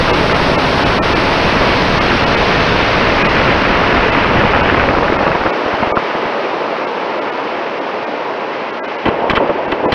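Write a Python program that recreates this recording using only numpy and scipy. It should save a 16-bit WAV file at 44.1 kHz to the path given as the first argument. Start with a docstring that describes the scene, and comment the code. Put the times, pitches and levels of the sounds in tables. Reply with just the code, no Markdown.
"""A motor roars and air hisses and buffets the microphone port: a rocket climbs, heard from its hull.
As the air thins, the turbulent buffeting crackles, breaks into separate puffs and stops, leaving a
thinner rush. At burnout the motor sputters in rasping bursts that excite the hull's resonances, and
dull gusts follow. Now and then the sound stutters: for an instant the treble drops out and the roar
freezes into a few tones."""
import sys
import numpy as np
from scipy import signal
from scipy.fft import rfft, irfft, next_fast_len
from scipy.io import wavfile
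from scipy.ndimage import uniform_filter1d, minimum_filter1d, map_coordinates

SR = 44100
rng = np.random.default_rng(int(sys.argv[2]) if len(sys.argv) > 2 else 0)


def dump(signal):
    """Clip the signal to [-1, 1] and save it as 16-bit WAV at the path in sys.argv[1]."""
    limited = np.clip(np.atleast_2d(signal).T, -1, 1)
    pcm = np.round(limited * 32767).astype(np.int16)
    wavfile.write(sys.argv[1], SR, pcm)


N = 438354
T = np.arange(N) / SR


def amp(db):
    """The decibel scale: 20 dB is a factor of ten in amplitude."""
    return 10 ** (np.asarray(db) / 20)


def hold_and_fade(db, fade_s, fall_db_per_s):
    """Exponential decay: a level in dB holds, then sinks at a steady rate."""
    return db - fall_db_per_s * np.maximum(T - fade_s, 0)


def wobble(rate):
    """Slow random modulation: a spline through `rate` random values a second."""
    return map_coordinates(rng.standard_normal(8192), [T * rate], mode="wrap")


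def bump(centre_s, width_s, steepness):
    """A generalised Gaussian pulse of height 1, its width taken at half height."""
    pulse = np.zeros(N)
    near = slice(*np.searchsorted(T, [centre_s - 3 * width_s, centre_s + 3 * width_s]))
    pulse[near] = .5 ** (np.abs(2 * (T[near] - centre_s) / width_s) ** steepness)
    return pulse


def filtered(x, response):
    """Linear filtering: the spectrum is multiplied by a frequency response."""
    size = next_fast_len(N + 8192)
    return irfft(rfft(x, size) * response(np.fft.rfftfreq(size, 1 / SR)), size)[:N]


def coloured(x, spectrum):
    """Spectral shaping by (frequency_hz, density_db) points on a log axis, scaled to rms 1."""
    points_hz, db = np.transpose(spectrum)
    shaped = filtered(x, lambda hz: amp(np.interp(np.log(hz + 1), np.log(points_hz), db)))
    return shaped / np.sqrt(np.mean(shaped ** 2) + 1e-20)


def turbulence(spectrum, eddy_rate, eddy_db):
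    """Intermittency: flow noise arrives in eddies of random strength."""
    return coloured(rng.standard_normal(N) * amp(eddy_db * wobble(eddy_rate)), spectrum)


# gusts after burnout: centre_s, level_db, width_s
GUSTS = [(9.085, -18.5, 0.066), (9.257, -15.5, 0.28), (9.437, -15.5, 0.077), (9.506, -9.5, 0.024),
         (9.582, -19.5, 0.096), (9.706, -18, 0.13), (9.863, -12.5, 0.11)]
def gust_strength():
    """Superposition: the gusts add up to one amplitude envelope."""
    return sum(amp(db) * bump(s, width_s, steepness=2.7) for s, db, width_s in GUSTS)


# spectrum of the gusts: frequency_hz, density_db
GUST_SPECTRUM = [(30, -43), (100, -14), (220, -5), (400, 3), (600, 3.5), (950, -1.5), (1300, -16),
                 (2000, -38), (5000, -68)]
def gusts(gust):
    """Amplitude modulation: low-pitched flow noise swells into dull, uneven gusts."""
    return gust * turbulence(GUST_SPECTRUM, eddy_rate=98, eddy_db=1.5)


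# spectra of the airstream's hiss and finest fizz: frequency_hz, density_db
HISS_SPECTRUM = [(1500, -31.5), (2800, 1.5), (3500, 3), (4300, 1), (5000, -2), (5500, -5), (6000, -12.5),
                 (6700, -21.5), (7300, -46.5), (9000, -72)]
FIZZ_SPECTRUM = [(6000, -45), (7300, 2.5), (9000, 3), (10500, -0.5), (12000, -2), (12700, -16),
                 (13700, -19.5)]
def airstream(gust):
    """Aerodynamic noise weakens with air density; it also dips during each gust."""
    duck_db = 7 * gust / (gust + amp(-15))
    dense_air = amp(hold_and_fade(-25, fade_s=2.52, fall_db_per_s=3.44))
    hiss_gain = np.hypot(dense_air, amp(-42))  # a floor remains in thin air
    fizz_gain = amp(hold_and_fade(-50.5, fade_s=0.68, fall_db_per_s=2.95))
    hiss = hiss_gain * turbulence(HISS_SPECTRUM, eddy_rate=370, eddy_db=-0.9)
    fizz = fizz_gain * turbulence(FIZZ_SPECTRUM, eddy_rate=300, eddy_db=0.7)
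    return amp(-duck_db) * (hiss + fizz)


# envelope of the rasp along the skin: time_s, relative_level_db
RASP_ENVELOPE = [(0.0, -19.5), (3.18, -16.5), (3.23, -14), (3.31, -16), (4.81, -19), (4.91, -23.5),
                 (6.31, -24), (6.64, -26.5), (9.0, -28)]
# its spectrum: frequency_hz, density_db
RASP_SPECTRUM = [(400, -40), (800, -3.5), (1250, 1.5), (1600, 1), (2000, 0), (2650, -2), (3100, -7.5),
                 (3700, -19), (5000, -30.5), (7000, -70)]
def skin_rasp():
    """Boundary-layer turbulence: air rasps along the rocket's skin."""
    level_db = np.interp(T, *np.transpose(RASP_ENVELOPE)) + 0.5 + 0.71 * wobble(25)
    return amp(level_db) * turbulence(RASP_SPECTRUM, eddy_rate=300, eddy_db=0.65)


# envelope of the crackle as the flow breaks up: time_s, level_db
CRACKLE_ENVELOPE = [(0, -26), (2.8, -31), (3.5, -24), (4.65, -14.5), (5.0, -19.5), (5.46, -20), (5.52, -39),
                    (6.5, -64)]
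# spectrum of its pops: frequency_hz, density_db
POP_SPECTRUM = [(150, -26.5), (500, -9.5), (900, -3.5), (1300, -3), (1800, -6.5), (2600, -12),
                (3500, -29.5), (7000, -75.5)]
def crackle(pops_per_s, pop_s, scatter_db):
    """Irregular vortex shedding: small eddies tear off, each with a dry pop."""
    gap, size = rng.standard_normal((1500, 2)).T
    starts = (np.cumsum(np.exp(.45 * gap)) / pops_per_s * SR).astype(int)
    kicks = np.bincount(starts[starts < N], amp(scatter_db * size[starts < N]), N)
    t = np.arange(SR // 25) / SR
    pops = signal.fftconvolve(kicks, t * np.exp(-t / pop_s))[:N]
    level_db = np.interp(T, *np.transpose(CRACKLE_ENVELOPE))
    return amp(level_db) * coloured(pops * rng.standard_normal(N), POP_SPECTRUM)


def stray_puffs(count, start_s, puffs_per_s, fall_db_per_s):
    """Timing jitter: rows (centre_s, relative_level_db) of weak, uneven puffs that die away."""
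    slip, size = rng.standard_normal((count, 2)).T
    after_s = (np.arange(count) + 0.31 * slip) / puffs_per_s
    return list(zip(start_s + after_s, -14.5 - fall_db_per_s * after_s + 3.2 * size))


# the loudest puffs of air on the port: centre_s, relative_level_db
PUFFS = [(4.983, -11), (5.06, -16), (5.13, -12), (5.211, -16), (5.283, -11), (5.309, -13), (5.353, -11),
         (5.412, -12), (5.46, -12), (5.474, -11), (5.664, -21), (5.737, -12), (5.807, -17), (5.831, -9),
         (5.875, -14), (5.923, -11.5), (5.974, -9), (6.157, -18), (6.26, -20), (9.067, -9.5), (9.088, -7.5),
         (9.308, -12.5), (9.335, -12.5), (9.377, 0.5), (9.5, -16), (9.68, -23), (9.727, -13.5),
         (9.859, -21.5), (9.927, -8)]
# spectrum of their swirl: frequency_hz, density_db
PUFF_SPECTRUM = [(15, -9), (50, -6), (300, 3), (700, -1.5), (1200, -1.5), (1900, -14), (3000, -23),
                 (5000, -49.5), (7000, -76)]
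def puffs():
    """Pressure transients: a single eddy gives the port a low push and pull and a swirl of noise."""
    strays = stray_puffs(count=12, start_s=4.9, puffs_per_s=25, fall_db_per_s=4)
    pressure, swirl = np.zeros((2, N))
    for s, db in list(PUFFS) + strays:
        push = bump(s - .002, width_s=0.0028, steepness=1.5)
        pull = bump(s + .0037, width_s=0.0033, steepness=2)
        pressure += amp(db - 9) * (push - pull)
        swirl += amp(db + 1) * bump(s, width_s=0.011, steepness=5.9)
    return pressure + swirl * turbulence(PUFF_SPECTRUM, eddy_rate=300, eddy_db=4.5)


# spectrum of the wind on the port: frequency_hz, density_db
RUMBLE_SPECTRUM = [(15, -0.5), (35, 2.5), (150, 2.5), (280, 1.5), (500, -5), (1000, -9), (2500, -41.5),
                   (7000, -82.5)]
def buffeting(gust, separation_s, cut_s):
    """Turbulent pressure beats on the port until the flow separates; gusts bring back a faint rumble."""
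    attached = np.clip((separation_s - T) / cut_s, 0, 1)
    flow = attached * amp(hold_and_fade(-17, fade_s=4.83, fall_db_per_s=22))
    strength = flow + amp(-74) + amp(-26.5) * gust
    return strength * turbulence(RUMBLE_SPECTRUM, eddy_rate=90, eddy_db=1.5)


# modes of the hull: pitch_hz, bandwidth_hz, relative_gain_db
HULL_MODES = [(1100, 41, 7), (1600, 40, -2), (1980, 27, -3.5), (2670, 61, -1.5), (3050, 56, 4.5),
              (3260, 51, -6.5), (4000, 49, -4)]
def hull_response(hz):
    """Modal resonance: the hull responds as a sum of damped oscillators."""
    return sum(amp(db) * 1j * hz * width / (pitch ** 2 - hz ** 2 + 1j * hz * width)
               for pitch, width, db in HULL_MODES)


# sputters of the dying motor: start_s, relative_level_db, hold_s
SPUTTERS = [(9.054, -20, 0.018), (9.079, -21, 0.012), (9.296, -15.5, 0.02), (9.351, -16, 0.022),
            (9.371, -22, 0.013), (9.716, -16.5, 0.0074), (9.919, -16, .024)]
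# spectra of their rasp and treble spit: frequency_hz, density_db
SPUTTER_SPECTRUM = [(60, 6), (500, -0.5), (1100, -6), (2000, 8), (3000, -0.5), (4000, -21.5), (5400, -26.5),
                    (6800, -45), (7500, -43), (12000, -59), (13700, -80)]
SPIT_SPECTRUM = [(2000, -32), (3300, 3), (4300, -4), (5400, -12), (6800, -31), (10000, -33.5), (12500, -45),
                 (14000, -72)]
def sputters(attack_s, t60_s):
    """Forced vibration: each burst of gas cracks, rasps for a moment and leaves the hull ringing."""
    flare = np.zeros(N)
    for start_s, db, hold_s in SPUTTERS:
        start = round(start_s * SR)
        t = np.arange(N - start) / SR
        attack = 1 - np.exp(-(t / attack_s) ** 2)
        crack_db = 3 * np.exp(-t / 0.0059)
        decay_db = 60 * np.maximum(t - hold_s, 0) / t60_s
        flare[start:] += attack * amp(db + crack_db - decay_db)
    rasp = flare * turbulence(SPUTTER_SPECTRUM, eddy_rate=500, eddy_db=4)
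    # square law: strong bursts spit more treble
    spit = amp(6.5) * flare ** 2 * turbulence(SPIT_SPECTRUM, eddy_rate=460, eddy_db=2)
    gas = rasp + spit
    return amp(-2) * gas + amp(6) * filtered(gas, hull_response)


# surges early in the burn: centre_s, boost_db
SURGES = [(.115, 4), (.336, 5.5), (.567, 4.5)]
# spectrum of the exhaust: frequency_hz, density_db
ROAR_SPECTRUM = [(20, -35), (45, -42.5), (65, -35.5), (100, -21), (160, -13), (260, -4.5), (400, 0.5),
                 (560, 1), (950, -1.5), (1300, -8.5), (2000, -26.5), (4000, -57), (7000, -74.5)]
def motor_roar():
    """Jet noise: the turbulent exhaust roars through the hull and fades as the air thins."""
    surge_db = sum(db * bump(s, width_s=.028, steepness=2.7) for s, db in SURGES)
    level_db = hold_and_fade(-16, fade_s=5.2, fall_db_per_s=1.44) + surge_db + 0.22 * wobble(14)
    return amp(level_db) * turbulence(ROAR_SPECTRUM, eddy_rate=220, eddy_db=0.78)


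def strongest_tones(piece, edge_hz, span_bins):
    """Fourier analysis: local spectral peaks below the edge are held as steady tones."""
    spectrum = rfft(piece)
    hz = np.fft.rfftfreq(len(piece), 1 / SR)
    is_peak = np.abs(spectrum) >= -minimum_filter1d(-np.abs(spectrum), span_bins)
    return irfft(spectrum * is_peak / (1 + (hz / edge_hz) ** 16), len(piece))


# stutters in the sound: centre_s, width_s
STUTTERS = [(.123, .014), (.337, .012), (.571, .014), (.848, .012), (1.007, .024), (1.146, .013),
            (1.999, .014), (2.255, .013), (2.362, .013), (3.237, .013), (3.280, .012), (4.112, .012),
            (4.623, .012), (5.178, .012), (5.518, .013), (5.937, .023), (6.862, .012), (7.205, .014),
            (7.311, .012), (7.802, .012), (8.058, .012), (8.719, .012), (8.816, .025), (8.870, .012),
            (8.976, .012), (9.672, .012), (9.873, .018)]
def stutter(x, crossover_hz, usual_width_s, window_samples):
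    """Band splitting: the bass carries on while the treble briefly gives way to its strongest tones."""
    bass = filtered(x, lambda hz: 1 / (1 + (hz / crossover_hz) ** 6))
    treble = x - bass
    for s, width_s in STUTTERS:
        centre = round(s * SR)
        near = slice(centre - window_samples // 2, centre + window_samples // 2)
        stretch = width_s / usual_width_s  # longer gaps are deeper and bridged by lower tones
        dip_db = 18 * stretch ** 1.5 * bump(s, width_s, steepness=2.4)[near]
        tones = strongest_tones(treble[near], edge_hz=3000 / stretch ** 0.39, span_bins=23)
        bridge = amp(7.5) * bump(s, 1.46 * width_s, steepness=6.1)[near]
        treble[near] = amp(-dip_db) * treble[near] + bridge * tones
    return bass + treble


def scene():
    """Superposition: the pressures of motor and airstream add at one microphone, and the sum stutters."""
    gust = gust_strength()
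    sound = motor_roar() + skin_rasp() + airstream(gust)
    sound += buffeting(gust, separation_s=5.485, cut_s=.01) + puffs()
    sound += crackle(pops_per_s=75, pop_s=0.0015, scatter_db=4.5)
    sound += gusts(gust) + sputters(attack_s=0.0017, t60_s=0.029)
    return stutter(sound, crossover_hz=1140, usual_width_s=.013, window_samples=2560)[None]


# narrow bands that the camera loses: centre_hz, bandwidth_hz
NOTCHES = [(762, 35), (7100, 140)]
def notch_response(hz):
    """Antiresonance: each notch filter cancels its centre frequency."""
    return np.prod([(centre ** 2 - hz ** 2) / (centre ** 2 - hz ** 2 + 1j * hz * width)
                    for centre, width in NOTCHES], axis=0)


def record(dry, ceiling=.93, limiter_samples=177, top_hz=13800):
    """Filtering and peak limiting: the camera loses two bands, tames the peaks and cuts the top treble."""
    notched = filtered(dry[0], notch_response)
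    needed_gain = np.minimum(1, ceiling / (np.abs(notched) + 1e-9))
    held_gain = minimum_filter1d(needed_gain, limiter_samples)
    limited = notched * uniform_filter1d(held_gain, limiter_samples)
    return filtered(limited, lambda hz: hz < top_hz)[None]


dry = scene()
out = record(dry)
dump(out)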